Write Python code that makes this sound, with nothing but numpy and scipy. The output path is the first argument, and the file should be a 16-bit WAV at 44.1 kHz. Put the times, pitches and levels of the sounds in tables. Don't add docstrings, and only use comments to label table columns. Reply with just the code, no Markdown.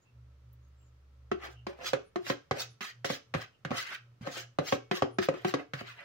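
import sys
import numpy as np
from scipy import signal
from scipy.fft import rfft, irfft, next_fast_len
from scipy.io import wavfile
from scipy.ndimage import uniform_filter1d

SR = 44100
rng = np.random.default_rng(int(sys.argv[2]) if len(sys.argv) > 2 else 0)


def rack_gain(trim_db):
    fader = np.asarray(trim_db, float)
    return 10 ** (fader / 20)


def materialize(psi):
    bounded = np.clip(np.atleast_2d(psi).T, -1, 1)
    quanta = np.round(bounded * 32767).astype(np.int16)
    wavfile.write(sys.argv[1], SR, quanta)


N = 266623

# (time [s], force [dB], spot [0 wall - 1 rim], relative thud [dB], relative crack [dB])
KNOCKS = [(1.315, -17, 0.2, 3, -0.5), (1.436, -42, 0.02, -19, -12), (1.484, -45, 0.015, -18, -20),
          (1.667, -23.5, 0.16, 5, 1.5), (1.788, -40.5, 0.6, 4, -4), (1.844, -39, 0.56, -10, 16),
          (1.932, -17, 0.76, 1.5, 6), (2.158, -21, 0.033, -2.5, 0.5), (2.265, -45.5, 0.82, -5, 24),
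          (2.299, -18.5, 0.67, 6.5, 8.5), (2.51, -15.5, 0.63, 9, 3.5), (2.807, -38, 0.057, 6, 16),
          (3.045, -21.5, 0.53, 4.5, 8.5), (3.1, -25, 0.88, 13.5, 5.5), (3.339, -27, 0.68, 15, 14),
          (3.347, -22, 0.59, 22.5, 5), (3.649, -27.5, 0.58, 17.5, 10.5), (3.706, -28, 0.37, 22.5, 5),
          (3.714, -22, 0.65, 11, -1), (4.21, -50, .4, 36.5, 6), (4.272, -28.5, 1, 5.5, 3.5),
          (4.367, -36, 0.69, -4, 7), (4.586, -16.5, 0.82, 7.5, 1), (4.723, -13.5, 0.72, 5, 2),
          (4.912, -16, 0.094, 4.5, 5), (5.021, -12, 0.8, 1.5, -2), (5.185, -18, .15, 9.5, 6),
          (5.225, -41, .2, 0, 24), (5.286, -18, 0.98, 3, 2.5), (5.34, -34.5, .1, 0, 2),
          (5.447, -17, 0.04, 3.5, 3), (5.539, -18, 0.91, 2.5, 5), (5.595, -34, .5, -7, -3),
          (5.735, -35, 1, 15, 19.5), (5.811, -30.5, 0.34, 15, -14)]
# (frequency [Hz], struck on wall [dB], struck on rim [dB], slow decay t60 [s],
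# left minus right [dB], left phase lead [rad])
BOWL_MODES = [(95.2, -14.5, -6.5, 0.13, 4, 1), (120, -15.5, -30, 0.081, -8, -1.4),
              (144, -18.5, 1.5, 0.11, 0, 0), (192.8, -2, -53, 0.14, -1, -0.7),
              (233.3, -4, -36, 0.11, -8.5, 1), (278, -25.5, 1.5, 0.2, -6, -0.46),
              (368, 5.5, -7.5, 0.16, 8.5, 2.47), (396.5, -8.5, -3, 0.21, -3, -2.3),
              (443, -44.5, -13.5, 0.47, 12, 0.7), (516.4, -14.5, 0.5, 0.14, 14, 0.55),
              (559.3, -17, 3.5, 0.14, -14.5, 2.2), (670, -13.5, -0.5, 0.025, 5.5, 0.8),
              (715, -3.5, -3.5, 0.091, -5.5, 0.3), (815, -10, 3, 0.036, 12.5, 0.7),
              (862, -28, -12, 0.03, -41, 6), (1100, -10, -11, 0.056, 26, -0.15),
              (1163, -2.5, 8, 0.018, 10.5, -1.14), (1203, 8.5, -10.5, 0.039, 3.5, -4),
              (1297, 1.5, -9, 0.022, -22, 1)]
# (time [s], hold [s], grit [dB], hiss over grit [dB], bowl drone over grit [dB])
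STROKES = [(1.443, 0.024, -43.5, -7, -3), (1.501, 0.037, -64, 0, 3), (1.69, 0.043, -56.5, -11, 6.5),
           (1.812, 0.015, -50.5, -38, 3), (1.866, 0.023, -40.5, 5, -14), (2.277, 0.042, -45, 5, -7),
           (2.568, 0.027, -44, -29, 2), (2.606, 0.015, -41.5, 8, -14.5), (2.808, 0.091, -39.5, -2, -31),
           (3.046, 0.02, -49, 12, -20), (3.102, .055, -41.5, 3, -9), (3.364, 0.023, -48.5, -24, 1.5),
           (3.418, 0.0091, -41.5, -7.5, -14), (3.733, 0.021, -46.5, -7, 5.5),
           (3.774, 0.055, -36.5, -1, -18), (3.87, 0.043, -40.5, -14, -30),
           (3.925, 0.028, -39.5, -12.5, -26), (4.219, 0.011, -65.5, 4, -12), (4.268, 0.019, -43, -13, 0.5),
           (4.326, 0.039, -51.5, 6.5, -17), (4.376, 0.041, -43, 1, -9.5), (4.68, 0.068, -43, 5.5, -7.5),
           (4.959, 0.023, -41.5, 2, -6.5), (5.231, 0.019, -42, 1, -14), (5.345, .02, -51.5, -19, 2),
           (5.379, 0.043, -54, -8, -6), (5.481, 0.03, -42.5, -1.5, -10), (5.595, 0.011, -48.5, -24, 0.5),
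           (5.746, 0.016, -57, 0, -10), (5.792, 0.016, -43, -8, -10), (5.876, 0.051, -45, -10.5, -20),
           (5.941, .03, -65, -8, -14), (5.991, 0.043, -49, -22, -10)]
# (frequency [Hz], level [dB])
GRIT_COLOUR = [(500, -30), (850, -21.5), (1150, 0), (1800, 6), (3000, -2), (5000, -13.5), (8000, -55.5),
               (16000, -52)]
# (frequency [Hz], level [dB])
HISS_COLOUR = [(1500, -20), (3000, -4), (4500, -4.5), (6500, -7.5), (7600, -15.5), (8500, -24),
               (13500, -21), (14800, -20), (16000, -12)]
# (frequency [Hz], level [dB])
CRACK_COLOUR = [(500, -52), (1000, -2), (1700, 3.5), (2500, -2), (4000, -8), (6500, -15.5), (8500, -29),
                (14000, -33), (16000, -47)]
# (frequency [Hz], level [dB], t60 [s])
SPOON_MODES = [(2220, -49, 0.53), (3296, -58, .3), (4420, -56, 0.35)]
# (time [s], relative level [dB])
TICKS = [(0.529, -60.5), (.68, -80), (.815, -79)]
# (frequency [Hz], level [dB])
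TICK_COLOUR = [(6000, -30), (11000, -4), (15000, 10)]
# (time [s], frequency [Hz], width [Hz], level before the window [dB],
# length [s])
FLICKERS = [(0, 6840, 500, -76.5, 0.066), (0.04, 2670, 120, -72, 0.078), (.6, 6600, 150, -82, 0.12),
            (0.743, 7500, 100, -79, 0.17), (0.797, 2900, 300, -77, 0.056), (0.807, 6850, 100, -81, .12),
            (1.526, 2910, 250, -65, 0.12), (2.03, 9500, 303, -77, 0.089), (2.68, 10700, 300, -76, .08),
            (3.52, 2900, 300, -71, 0.065), (5.097, 9800, 300, -73, 0.1)]
# (frequency [Hz], t60 [s])
ROOM_T60 = [(100, 0.1), (500, 0.24), (2000, 0.27), (6000, 0.28), (12000, 0.086)]
# (frequency [Hz], level [dB])
AIR_COLOUR = [(12, -40.5), (20, -7.5), (43, -34.5), (77, -9.5), (138, -9.5), (187, -18), (328, -21.5),
              (558, -22), (759, -28), (1330, -24.5), (1530, -28.5), (6010, -38.5), (8890, -48.5),
              (14700, -48.5), (16000, -48)]
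# (frequency [Hz], likeness [0-1])
LIKENESS = [(20, 0.93), (200, 0.8), (500, 0.32), (1200, 0.), (16000, 0)]
# (time [s], top of the throb [dB], dip between throbs [dB])
HUM = [(.15, -54, -13), (1, -63, -8), (1.6, -58, -17), (2, -61.5, -32), (2.701, -57, -33.5),
       (6.04, -55, -20)]
# (frequency [Hz], level [dB])
WHINE = [(560, -91.5), (1324, -88.5)]

THUD_BELOW_HZ, RING_HZ = 250, (340, 420)
RING_DB, RING_DB_PER_THUD_DB = 4.5, -0.2843
CRACK_T60_S, SNAP_S, SNAP_DB = 0.11, 0.0048, 7.5
CONTACT_S = 0.00085
PRESS_DB_PER_S, SAG_DB_PER_S, LIFT_DB_PER_S = 400, 91.5, 509
HISS_SLOPE, DRONE_SLOPE = 0.28, -0.16
AWAY_S, STROKE_RANGE_DB = 0.13, 36
SPOT_S = 0.02207
BASS_CUT_HZ, ALIKE_BELOW_HZ = 112, 186
ROOM_DB, AIR_DB = -14.5, -69.5
HUM_HZ, THROB_S, THROB_TOP_S = 120, 0.3535, 0.19
SWELL_S, SWELL_LENGTH_S, BEFORE_SWELL_DB = 0.12, 0.051, -9.5
DEEP_HZ, DEEP_DB, DEEP_SAG_DB_PER_S, DEEP_HOLD_S, DEEP_FADE_DB_PER_S = 68.2, -56, 1.5, 1.52, 22.5
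TOP_HZ = 15700


def read(table, hz):
    table_hz, value = np.transpose(table)
    return np.interp(np.log(np.maximum(hz, 1)), np.log(table_hz), value)


def unit(x):
    return x / np.sqrt(np.mean(x ** 2))


def shade(x, gain):
    size = next_fast_len(x.shape[-1])
    spectrum = rfft(x, size) * gain(np.fft.rfftfreq(size, 1 / SR))
    return irfft(spectrum, size)[..., :x.shape[-1]]


def held_noise(size, hold):
    return uniform_filter1d(np.repeat(rng.standard_normal(size // hold + 1), hold), hold)


def walk(rate_hz):
    hold = int(SR / rate_hz)
    return 1.1 * uniform_filter1d(held_noise(N, hold), hold)[:N]


def add(out, x, s):
    i = int(s * SR)
    out[:, i:i + x.shape[1]] += x[:, :N - i]


def highpass(x, order, cut_hz):
    return signal.sosfilt(signal.butter(order, cut_hz, "high", fs=SR, output="sos"), x)


def knocks():
    out = np.zeros((2, N))
    hz, wall_db, rim_db = np.transpose(BOWL_MODES)[:3]
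    in_ring = (hz > RING_HZ[0]) & (hz < RING_HZ[1])
    for s, force_db, spot, thud_db, crack_db in KNOCKS:
        ring_db = RING_DB + RING_DB_PER_THUD_DB * thud_db
        mode_db = wall_db + np.clip(spot, 0, 1) * (rim_db - wall_db) + 2.74 * rng.standard_normal(len(hz))
        mode_db += thud_db * (hz < THUD_BELOW_HZ) + ring_db * in_ring
        push = np.zeros((1, 512))
        push[0, 0] = 1
        bounce_s = rng.uniform(0.002, 0.008)
        push[0, int(bounce_s * SR)] = 0.27
        body = -rack_gain(-16) * low_modes(mode_db, 0.55) + spoon()
        crack = high_modes(CRACK_COLOUR, CRACK_T60_S, 0.2, 1.96)[0]
        t = np.arange(crack.shape[1]) / SR
        snap_db = SNAP_DB * np.exp(-t / SNAP_S)
        crack = crack * (1 - np.exp(-t / CONTACT_S))
        body[:, :crack.shape[1]] += rack_gain(crack_db + 5.5 + snap_db) * crack
        add(out, rack_gain(force_db) * signal.fftconvolve(body, push), s)
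    return out


def low_modes(mode_db, rise_cycles):
    hz, _, _, t60, pan_db, lead_rad = np.transpose(BOWL_MODES)[:, :, None]
    t = np.arange(int(0.3 * SR)) / SR
    hz = hz * (1 + 0.017 * rng.standard_normal(hz.shape))
    lag_rad = 1.275 * np.arange(len(hz))[:, None]
    wobble_hz = 22 * (0.62 + rng.random(hz.shape))
    start_rad = 2 * np.pi * rng.random(hz.shape)
    lag_rad = lag_rad + 0.98 * (np.sin(2 * np.pi * wobble_hz * t + start_rad) - np.sin(start_rad))
    swallowed = np.where(abs(hz - np.mean(RING_HZ)) < 45, 0.3, 1.2)
    fade = rack_gain(-60 * t / t60) + swallowed * rack_gain(-60 * t / (0.25 * t60))
    fade = fade * rack_gain(mode_db[:, None]) * (1 - np.exp(-t * hz / rise_cycles))
    ears = []
    for side in (0.5, -0.5):
        ring = np.sin(2 * np.pi * hz * t - lag_rad + side * lead_rad)
        ears.append(np.sum(rack_gain(side * pan_db) * fade * ring, axis=0))
    return np.array(ears)


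def high_modes(colour, t60, damp, patchy_db, count=1):
    t = np.arange(2560) / SR
    out = 0
    for hz in 500 * 2 ** np.arange(0, 5.1, 1 / 3):
        def band_gain(f):
            return rack_gain(read(colour, f)) * np.clip(1 - 3 * abs(np.log2(f / hz + 1e-9)), 0, 1)
        band = shade(rng.standard_normal((count, 2, len(t))), band_gain)
        patch_db = patchy_db * rng.standard_normal((count, 1, 1))
        out = out + band * rack_gain(patch_db - 60 * t / (t60 * (1000 / hz) ** damp))
    out = out * np.clip((t[-1] - t) / 0.022, 0, 1)
    return out / np.sqrt(np.sum(out ** 2) / 2 / count)


def spoon():
    hz, db, t60 = np.transpose(SPOON_MODES)[:, :, None]
    t = np.arange(int(0.3 * SR)) / SR
    phase = 2 * np.pi * rng.random((2, len(hz), 1))
    db = db + 4 * rng.standard_normal(hz.shape)
    return np.sum(rack_gain(db - 60 * t / t60) * np.sin(2 * np.pi * hz * t + phase), axis=1)


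def thumps():
    out = np.zeros((2, N))
    t = np.arange(int(0.1 * SR)) / SR
    puff = np.sin(2 * np.pi * 117.0 * t) * rack_gain(-60 * t / 0.29) * np.ones((2, 1))
    for s, force_db, _, thud_db, _ in KNOCKS:
        add(out, rack_gain(force_db + 1.74 * thud_db - 53.0) * puff, s)
    return highpass(out, 2, 42)


def strokes():
    out = np.zeros((2, N))
    hz, wall_db, rim_db = np.transpose(BOWL_MODES)[:3]
    mean_db = (wall_db + rim_db) / 2
    for full_s, hold_s, grit_db, hiss_db, drone_db in STROKES:
        t, press_db = pressure(full_s, hold_s)
        start_s, end_s = t[[0, -1]]
        grit_db = grit_db + press_db
        hiss_db = hiss_db + HISS_SLOPE * press_db
        drone_db = drone_db + DRONE_SLOPE * press_db
        edge = np.clip(np.minimum((t - start_s) / 0.004, (end_s - t) / 0.012), 0, 1)
        slips = (rng.random(len(t)) < 18000 / SR) * rng.standard_normal(len(t))
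        slips = slips * rack_gain(1.5 * rng.exponential(size=len(t)))
        judder_db = 0.8 * held_noise(len(t), 200)[:len(t)]
        slips = unit(slips * rack_gain(judder_db)) * edge * rack_gain(grit_db)

        mode_db = mean_db + 4 * rng.standard_normal(len(hz)) - 8 * (hz < RING_HZ[1])
        drone = low_modes(mode_db, 0.26)
        drone = drone / np.sqrt(np.sum(drone ** 2) / 2)
        add(out, signal.fftconvolve((slips * rack_gain(drone_db))[None], drone), start_s)

        spots_s = np.arange(start_s, end_s + SPOT_S, SPOT_S)[:, None]
        share = np.cos(np.pi / 2 * np.clip((t - spots_s) / SPOT_S, -1, 1))
        for gain_db, colour in ((0, GRIT_COLOUR), (hiss_db, HISS_COLOUR)):
            body = high_modes(colour, 0.03, 0.39, 0.67, count=len(spots_s))
            drive = (slips * rack_gain(gain_db) * share)[:, None]
            add(out, signal.fftconvolve(drive, body, axes=2).sum(axis=0), start_s)
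    return out


def pressure(full_s, hold_s):
    knock_s = np.transpose(KNOCKS)[0]
    landings_s = knock_s[np.diff(knock_s, prepend=0) > AWAY_S]
    start_s = max(full_s - STROKE_RANGE_DB / PRESS_DB_PER_S, landings_s[landings_s < full_s][-1])
    t = np.arange(start_s, full_s + hold_s + STROKE_RANGE_DB / LIFT_DB_PER_S, 1 / SR)
    late_s = t - full_s
    press_db = (PRESS_DB_PER_S * np.minimum(late_s, 0) - SAG_DB_PER_S * np.clip(late_s, 0, hold_s)
                - LIFT_DB_PER_S * np.maximum(late_s - hold_s, 0))
    return t, press_db


def ticks():
    out = np.zeros((2, N))
    for s, db in TICKS:
        add(out, rack_gain(db + 24.5) * high_modes(TICK_COLOUR, 0.16, 0.43, 1.5)[0], s)
    return out


def flickers():
    out = np.zeros((2, N))
    for s, hz, width_hz, db, length_s in FLICKERS:
        size = int(length_s * SR)
        band = shade(rng.standard_normal((2, size)), lambda f: np.exp(-((f - hz) / width_hz) ** 2))
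        add(out, rack_gain(db) * unit(band) * np.hanning(size), s)
    return out


def kitchen(x):
    t = np.arange(int(0.5 * SR)) / SR
    tail = 0
    for hz in 90 * 2 ** np.arange(0, 8.):
        t60 = read(ROOM_T60, hz)
        band = shade(pair(len(t)), lambda f: np.clip(1 - abs(np.log2(f / hz + 1e-9)), 0, 1))
        tail = tail + band * rack_gain(-60 * t / t60) / np.sqrt(t60)
    tail = tail * np.clip((t - 0.004) / 0.01, 0, 1)
    tail = rack_gain(ROOM_DB) * tail / np.sqrt(np.sum(tail ** 2) / 2)
    return signal.fftconvolve(x, tail, axes=1)[:, :N]


def pair(size):
    mid, side = rng.standard_normal((2, size))
    mid = shade(mid, lambda f: np.sqrt((1 + np.clip(read(LIKENESS, f), 0, 1)) / 2))
    side = shade(side, lambda f: np.sqrt((1 - np.clip(read(LIKENESS, f), 0, 1)) / 2))
    return np.array([mid + side, mid - side])


def wavering_tone(hz, db, waver_hz):
    phase = 2 * np.pi * np.cumsum(hz + waver_hz * walk(22)) / SR
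    return np.sqrt(2) * rack_gain(db + 2.1 * walk(4.7)) * np.sin(phase)


def fridge(swell):
    t = np.arange(N) / SR
    s, top_db, dip_db = np.transpose(HUM)
    trough = np.sin(np.pi * (t - THROB_TOP_S) / THROB_S) ** 4
    hum_db = np.interp(t, s, top_db) + BEFORE_SWELL_DB * (1 - swell) + np.interp(t, s, dip_db) * trough
    out = wavering_tone(HUM_HZ, hum_db, 0.1)
    for hz, db in WHINE:
        out = out + wavering_tone(hz, db + 4 * walk(53), 9.0)
    return out


def deep_tone(swell):
    t = np.arange(N) / SR
    db = DEEP_DB - DEEP_SAG_DB_PER_S * t - DEEP_FADE_DB_PER_S * np.maximum(t - DEEP_HOLD_S, 0)
    db = db + 20 * np.log10(swell + 1e-3) + 0.85 * walk(9.2)
    return wavering_tone(DEEP_HZ, db, 0.3)


def room_air():
    noise = unit(shade(pair(N), lambda f: rack_gain(read(AIR_COLOUR, f))))
    return rack_gain(AIR_DB + 0.17 * walk(11.0)) * noise


def background():
    swell = np.clip((np.arange(N) / SR - SWELL_S) / SWELL_LENGTH_S, 0, 1)
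    return fridge(swell) + deep_tone(swell) + room_air()


def scene():
    left, right = knocks() + strokes() + ticks() + flickers()
    mid = highpass(left + right, 2, BASS_CUT_HZ) / 2
    side = highpass(left - right, 3, ALIKE_BELOW_HZ) / 2
    close = np.array([mid + side, mid - side])
    return close + kitchen(close) + thumps() + background()


def low_pass(x):
    return signal.sosfilt(signal.butter(12, 16490, fs=SR, output="sos"), x)


def record(dry):
    balanced = dry * rack_gain([[-0.4], [0.4]])
    top_cut = signal.ellip(8, 0.2, 50, TOP_HZ, fs=SR, output="sos")
    mix = signal.sosfilt(top_cut, balanced)
    return low_pass(mix)


dry = scene()
out = record(dry)
materialize(out)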